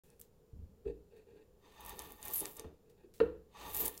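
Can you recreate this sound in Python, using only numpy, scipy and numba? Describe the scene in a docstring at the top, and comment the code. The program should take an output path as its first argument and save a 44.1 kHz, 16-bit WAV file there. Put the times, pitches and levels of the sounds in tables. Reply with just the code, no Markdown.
"""In a quiet workshop, close up, a drawknife is pulled twice along a wooden stave.
The edge sticks and slips, so blade and stave ring with a rasp and the bench shudders.
Fibres crackle and snap as each shaving peels off. Around the cuts the blade slides lightly,
chips rustle, the bench thuds on the floor, and the stave knocks when the blade is set on it.
Behind it all lie a short room echo, soft air noise and a faint electrical whine."""
import sys
import numpy as np
from scipy import signal
from scipy.fft import rfft, irfft
from scipy.io import wavfile
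from scipy.ndimage import uniform_filter1d
from numba import njit

SR = 44100
rng = np.random.default_rng(int(sys.argv[2]) if len(sys.argv) > 2 else 0)


def unload_wav(signal):
    """Save mono or channel-first audio to the path in sys.argv[1] as 16-bit WAV at rate SR, clipped to [-1, 1]."""
    wavfile.write(
        sys.argv[1],
        SR,
        np.round(np.clip(np.atleast_2d(signal).T, -1, 1) * 32767).astype(np.int16),
    )


N = 176400  # 4 seconds

# In the tables t is time and f is frequency. Levels are relative: the functions scale them further.
# tone of the still air: f/Hz, level/dB
AIR_TONE = [(20, 2), (60, 1), (130, -3.5), (220, -3.5), (310, -14), (400, -2.5), (480, 0.5), (570, -14),
            (900, -20.5), (2000, -32), (5500, -32.5), (8400, -37), (9500, -34), (12000, -36.5),
            (14200, -30), (16000, -38.5)]
# electrical whine: f/Hz, level/dB
WHINE_TONES = [(7127, -95.5), (14250, -102)]
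# the bench thuds on the floor: t/s, level/dB, decay/s, boom f/Hz
FLOOR_THUDS = [(.53, -47, 0.079, 100), (.59, -48.5, 0.085, 83.7), (0.859, -47, 0.063, 55.3),
               (1.835, -58, 0.26, 44.6), (2.241, -60, 0.044, 70.7), (2.644, -46.5, 0.032, 76),
               (3.209, -47.5, 0.093, 69.1), (3.677, -53.5, 0.066, 90.3)]
# tone of the thuds and the rumble: f/Hz, level/dB
THUD_TONE = [(20, -8), (50, 1.5), (80, -2.5), (110, -7.5), (140, -11), (200, -7.5), (300, -21.5),
             (600, -43), (2000, -69.5)]
# loose chips brushed aside: t/s, level/dB, decay/s, centre f/Hz
CHIP_RUSTLES = [(0.035, -72, 0.1, 10800), (.213, -64.5, 0.026, 8900), (1.165, -73, .015, 12100),
                (2.896, -70.5, 0.018, 5000), (3.139, -64, 0.063, 8850)]
# light slides of the blade: t/s, length/s, blade level/dB, bench level/dB
BLADE_SLIDES = [(0.026, 0.13, -80, -80), (0.846, 0.078, -65, -48.5), (1.102, .14, -76, -60.5),
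                (1.255, .19, -77, -61.5), (2.838, .12, -86.5, -68.5), (2.965, .11, -80.5, -75.5)]
# notes that ring in the lightly held blade: f/Hz, width/Hz, level/dB
LOOSE_BLADE_NOTES = [(857, 98, 2.5), (1663, 120, -1), (1814, 70, 0), (2600, 220, 0), (3680, 790, -9),
                     (4380, 114, -8.5), (6460, 2400, -20)]
# notes that ring in stave and bench at pitch ratio 1: f/Hz, level/dB, time to fade by 60 dB/s
BENCH_NOTES = [(74.2, -28.5, 0.35), (184.6, -22, 0.31), (295.4, -14, 0.24), (329, -19, 0.38),
               (413.7, -13, 0.29), (444.7, -4.5, .23), (475, -9, 0.22), (522.6, -13.5, 0.17),
               (676, -24.5, 0.13), (869, -28.5, .15)]
# knocks on the stave: t/s, knock level/dB, crack level/dB, pitch ratio
STAVE_KNOCKS = [(.855, -29.5, -63, 0.92), (.886, -36.5, -62, .96), (2.586, -46, -75, 1.0),
                (2.644, -44, -47.5, 0.97), (3.035, -49, -75, 0.8), (3.202, -15.5, -23.5, 1.017),
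                (3.252, -30.5, -56, 1.04)]
# tone of the crack as the blade lands: f/Hz, level/dB
CRACK_TONE = [(100, -6), (350, 5.5), (600, -2), (900, 1), (1350, -0.5), (1600, -3.5), (1850, -6),
              (2100, -16.5), (2600, -10), (3200, -17.5), (4200, -18), (5500, -36), (15000, -46)]
# splinters snapping: t/s, level/dB, centre f/Hz, decay/ms
SPLINTERS = [(0.1023, -50, 8500, 1.4), (.196, -46, 10000, .4), (0.2004, -38, 11500, 0.52),
             (0.214, -35, 12500, 0.63), (1.8075, -41.5, 13000, 1.5), (1.815, -51, 14000, 1),
             (1.85, -36.5, 11900, 0.65), (1.862, -34.5, 12000, 1.2), (1.8951, -32, 13000, 0.95),
             (1.9921, -29, 9000, 1.05), (1.999, -40, 10500, 0.53), (2.02, -35.5, 11000, 0.84),
             (2.121, -33, 14000, .8), (2.2285, -32, 8400, .7), (2.252, -32, 13100, 6.2),
             (2.275, -34, 12500, .6), (2.282, -23.5, 13500, 0.58), (2.336, -25, 13000, 3.6),
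             (2.358, -23, 12500, 2), (2.406, -22, 11000, 0.75), (2.452, -34.5, 4800, 0.51),
             (2.456, -23, 5400, 0.52), (2.567, -39.5, 10000, 5.9), (2.596, -30, 8500, 1.35),
             (3.747, -24.5, 12000, 0.4), (3.7665, -21, 12500, 0.6), (3.772, -22.5, 12500, 0.79),
             (3.7973, -26, 14000, 1.7), (3.86, -25, 11600, 1.8), (3.8801, -21, 11500, 1.4),
             (3.977, -37, 8000, 1.5)]
# tone of breaking fibres: f/Hz, level/dB
FIBRE_TONE = [(500, -46), (2500, -19), (5500, -17.5), (7500, -11), (9000, -12), (12000, -3), (14500, -2),
              (16000, -5.5)]
# how hard the fibres tear in each cut: t/s, level/dB
FIRST_TEAR = [(1.58, -90), (1.8, -71), (1.855, -61), (1.893, -46), (1.92, -65), (1.98, -57), (2.015, -54.5),
              (2.185, -66), (2.22, -60), (2.255, -52), (2.328, -46), (2.338, -40), (2.403, -40),
              (2.425, -48.5), (2.48, -53.5), (2.55, -58), (2.6, -71), (2.7, -95)]
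SECOND_TEAR = [(3.5, -98.5), (3.6, -66.5), (3.734, -45.5), (3.75, -35.5), (3.785, -41.5), (3.803, -36.5),
               (3.84, -41), (3.857, -33), (3.905, -54.5), (4.0, -59.5)]
# ringing shavings: start t/s, end t/s, start f/Hz, end f/Hz, level/dB above the tearing
SHAVING_GLIDES = [(2.325, 2.422, 13720, 9700, 2), (3.771, 3.833, 15000, 12700, 1)]
# notes that ring in blade and stave while cutting: f/Hz, width/Hz, level/dB
BLADE_NOTES = [(869, 60, 4.5), (949, 56, 2), (1163, 53, 3.5), (1287, 120, -14), (1820.5, 61, -2),
               (2394, 200, -30), (2610, 180, -11), (2840, 150, -21), (3637, 70, -2.5), (4390, 160, -20.5),
               (4697, 81, -10.5), (5585, 110, -24.5), (6310, 260, -13)]
# tone of the broad scrape under those notes: f/Hz, level/dB
SCRAPE_TONE = [(200, -33), (600, -7), (1200, -15), (1550, -18.5), (2500, -10), (4200, -14.5), (5200, -22),
               (8000, -20.5), (16000, -35)]
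# how loud each cut is: t/s, rasp level/dB, shudder level/dB
FIRST_CUT = [(1.55, -100, -79), (1.65, -68, -69.5), (1.74, -64, -74), (1.9, -52.5, -64.5),
             (1.976, -62, -57), (2.0, -52.5, -62.5), (2.13, -62.5, -61.5), (2.184, -70, -77),
             (2.25, -50.5, -69), (2.298, -56, -54.5), (2.388, -59.5, -71.5), (2.422, -54, -46.5),
             (2.472, -55, -52), (2.548, -73.5, -69), (2.598, -54, -55.5), (2.628, -68, -60.5),
             (2.656, -66, -54), (2.722, -85.5, -60.5), (2.75, -83, -70)]
SECOND_CUT = [(3.48, -88, -101), (3.566, -57, -80), (3.618, -50, -58.5), (3.682, -51.5, -53.5),
              (3.736, -52, -61.5), (3.816, -48, -48), (3.876, -50.5, -48), (3.908, -62, -59),
              (4.0, -64.5, -72)]

SLIPS_PER_S, SLIP_SPREAD_DB = 5000, 3
FIBRES_PER_S, FIBRE_SPREAD_DB = 4500, 4
TIME = np.arange(N) / SR


def gain(db):
    """Turn decibels into a number to multiply by."""
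    return 10 ** (np.asarray(db) / 20)


def unit(x):
    """Scale a sound so that its typical swing (rms) is 1."""
    return x / (np.std(x) + 1e-18)


def peak(x):
    """Scale a sound so that its biggest swing is 1."""
    return x / (np.abs(x).max() + 1e-18)


def clock(seconds):
    """The time of each sample in a short sound."""
    return np.arange(int(seconds * SR)) / SR


def add(out, at, x):
    """Mix x into out, starting at a time in seconds."""
    i = max(int(at * SR), 0)
    out[i:i + len(x)] += x[:len(out[i:])]


def through(x, response):
    """Let every sample of x set off its own copy of a ring or echo."""
    return signal.fftconvolve(x, response)[:len(x)]


def colour(x, tone, size=4096):
    """Make the lows and highs of x louder or softer, following a tone table."""
    hz, db = np.array(tone).T
    f = np.maximum(np.arange(size // 2 + 1) * SR / size, 1)
    curve = gain(np.interp(np.log(f), np.log(hz), db))
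    # folding the cepstrum makes the filter ring only after a sound, never before it
    cepstrum = irfft(np.log(curve))
    cepstrum[1:size // 2] *= 2
    cepstrum[size // 2 + 1:] = 0
    return through(x, irfft(np.exp(rfft(cepstrum))))


@njit
def moving_band(x, hz, width):
    """A filter that lets through the sound near a pitch, given for each sample."""
    out, band_state, low_state = np.empty(len(x)), 0., 0.
    for i in range(len(x)):
        angle = 2 * np.pi * min(hz[i], .44 * SR) / SR
        step = np.tan(angle / 2)
        damping = 2 * np.pi * width / SR / np.sin(angle)
        swing = (band_state + step * (x[i] + 1e-18 - low_state)) / (1 + step * (step + damping))
        band_state = 2 * swing - band_state
        low_state += 2 * step * swing
        out[i] = damping * swing
    return out


def band(x, hz, *widths):
    """Keep the sound near a pitch, filtering once for each width in Hz."""
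    for width in widths:
        x = moving_band(x, hz * np.ones(len(x)), float(width))
    return x


def wander(per_s):
    """A smooth random drift of typical size 1."""
    hold = int(SR / per_s)
    steps = np.repeat(rng.standard_normal(4000)[:N // hold + 1], hold)
    return unit(uniform_filter1d(steps, hold)[:N])


def clicks(per_s, spread_db):
    """Dense random clicks, most small and a few large."""
    size = gain(spread_db * np.minimum(rng.exponential(size=N), 4))
    return (rng.random(N) < per_s / SR) * size * rng.choice([-1, 1], N)


def effort(*curves, column=1):
    """Strength over time, joining the points in one level column of each table."""
    return sum(gain(np.interp(TIME, points[:, 0], points[:, column], left=-200, right=-200))
               for points in map(np.array, curves))


def gate(start, end, ramp_s):
    """Fade in, hold, fade out."""
    return np.clip(np.minimum(TIME - start, end - TIME) / ramp_s, 0, 1)


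def room_tone(air_db=-66.5):
    """Still air with a faint electrical whine."""
    air = unit(colour(rng.standard_normal(N), AIR_TONE))
    whine = sum(np.sqrt(2) * gain(db) * np.sin(2 * np.pi * hz * TIME) for hz, db in WHINE_TONES)
    return gain(air_db) * air + whine


def room_echo(x, level_db=-12, low_fade_s=.34, high_fade_s=.18, rise_s=.0027):
    """Sound bounces around the workshop; the highs die away first."""
    t = clock(.6)
    noise = rng.standard_normal(len(t))
    low = signal.sosfilt(signal.butter(2, 4500, fs=SR, output="sos"), noise)
    tail = low * gain(-60 * t / low_fade_s) + (noise - low) * gain(-60 * t / high_fade_s)
    tail *= 1 - np.exp(-t / rise_s)
    return gain(level_db) * through(x, tail / np.linalg.norm(tail))


def thuds(rise_s=.0041):
    """The bench shifts on the floor under the worker's weight, with a dull boom."""
    out, t = np.zeros(N), clock(.6)
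    for at, db, decay, hz in FLOOR_THUDS:
        push = unit(colour(rng.standard_normal(len(t)), THUD_TONE))
        boom = unit(push + gain(1.5) * np.sin(2 * np.pi * hz * t))
        add(out, at, gain(db) * boom * np.minimum(t / rise_s, 1) * np.exp(-t / decay))
    return out


def chips(width_hz=27000):
    """Loose chips rustle softly as they are brushed aside."""
    out, t = np.zeros(N), clock(.25)
    for at, db, decay, hz in CHIP_RUSTLES:
        ticks = clicks(FIBRES_PER_S, SLIP_SPREAD_DB)[:len(t)]
        rustle = unit(band(ticks, hz, width_hz))
        add(out, at, gain(db) * rustle * np.exp(-t / decay))
    return out


def bench_ring(pitch):
    """After one push, stave and bench ring with several fading notes."""
    t = clock(.6)
    return sum(gain(db) * gain(-60 * t / fade_s) * np.sin(2 * np.pi * hz * pitch * t)
               for hz, db, fade_s in BENCH_NOTES)


def shudder():
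    """The dragging edge shakes the bench with many tiny pushes."""
    return unit(through(clicks(SLIPS_PER_S, SLIP_SPREAD_DB), bench_ring(pitch=.98)))


def rubbing(notes, grain_db=2.5):
    """The edge sticks and slips unevenly, and each slip sets the notes ringing."""
    slips = clicks(SLIPS_PER_S, SLIP_SPREAD_DB) * gain(grain_db * wander(per_s=70))
    return sum(gain(db) * band(slips, hz, width, 4 * width) for hz, width, db in notes)


def slides():
    """The blade rubs lightly over the wood, and the bench sounds with it."""
    blade = unit(rubbing(LOOSE_BLADE_NOTES))
    bench = unit(band(shudder(), 421, 150))
    return sum(gate(at, at + length, ramp_s=.021) * (gain(blade_db) * blade + gain(bench_db) * bench)
               for at, length, blade_db, bench_db in BLADE_SLIDES)


def knocks(swing_at_s=.0143, swing_width_s=.0047, ring_rise_s=.0091, crack_s=.0066, tail_s=.054):
    """The blade lands with a short crack; the bench swings once strongly and rings on."""
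    out, t = np.zeros(N), clock(.6)
    for at, db, crack_db, pitch in STAVE_KNOCKS:
        swell = np.exp(-((t - swing_at_s) / swing_width_s) ** 2)
        swing = swell * np.sin(2 * np.pi * 452 * pitch * t)
        ring = peak(bench_ring(pitch) * (1 - np.exp(-t / ring_rise_s)))
        fade = np.exp(-t / crack_s) + gain(-19.5) * np.exp(-t / tail_s)
        crack = colour(rng.standard_normal(len(t)) * fade, CRACK_TONE)
        add(out, at, gain(db) * peak(gain(7) * swing + ring) + gain(crack_db) * peak(crack))
    return out


def snaps(tick_width_hz=7700, body_hz=3300, body_width_hz=3600, trim_db=-.5):
    """Each splinter breaks with a tiny bright tick and a softer woody middle."""
    out, t = np.zeros(N), clock(.02)
    for at, db, hz, decay_ms in SPLINTERS:
        burst = rng.standard_normal(len(t)) * np.exp(-1000 * t / decay_ms)
        tick = band(burst, hz, tick_width_hz, 2 * tick_width_hz)
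        body = gain(-18) * band(burst, body_hz, body_width_hz)
        add(out, at, gain(db + trim_db) * peak(tick + body))
    return out


def tearing(bunch_db=1.5, ring_width_hz=1600, trim_db=-.5):
    """Fibres break in bunches; the shaving rings lower and lower as it grows longer."""
    breaks = clicks(FIBRES_PER_S, FIBRE_SPREAD_DB) * gain(bunch_db * wander(per_s=220))
    crackle = unit(colour(breaks, FIBRE_TONE))
    for start, end, start_hz, end_hz, db in SHAVING_GLIDES:
        hz = np.interp(TIME, [start, end], [start_hz, end_hz])
        ring = band(clicks(FIBRES_PER_S, FIBRE_SPREAD_DB), hz, ring_width_hz, ring_width_hz)
        crackle += gain(db) * gate(start, end, ramp_s=.01) * unit(ring)
    return gain(trim_db) * effort(FIRST_TEAR, SECOND_TEAR) * crackle


def rasp():
    """The biting edge makes blade and stave ring over a broad scrape."""
    ring = rubbing(BLADE_NOTES)
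    scrape = colour(clicks(SLIPS_PER_S, SLIP_SPREAD_DB), SCRAPE_TONE)
    return unit(ring + scrape)


def cuts(rasp_db=-.5, rumble_db=-10):
    """The knife is pulled through the wood twice: a rasp, a low rumble and a woody shudder."""
    shake = shudder()
    woody_noise = unit(band(rng.standard_normal(N), 370, 260, 260))
    bench = unit(shake + gain(1.5) * woody_noise)
    rumble = unit(colour(rng.standard_normal(N), THUD_TONE))
    edge = gain(rasp_db) * rasp() + gain(rumble_db) * rumble
    return effort(FIRST_CUT, SECOND_CUT) * edge + effort(FIRST_CUT, SECOND_CUT, column=2) * bench


def scene():
    """All the work at the bench, in its room, as one channel."""
    wood = cuts() + slides() + knocks() + thuds()
    fibres = tearing() + snaps() + chips()
    echo = room_echo(wood + gain(-1) * fibres)
    return (wood + fibres + echo + room_tone())[None]


def record(dry, start_s=.036, top_hz=16000):
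    """The sound begins after a moment of silence, and its very highest part is cut away."""
    low_pass = signal.ellip(10, .2, 70, top_hz, fs=SR, output="sos")
    return signal.sosfilt(low_pass, dry * (TIME > start_s))


dry = scene()
out = record(dry)
unload_wav(out)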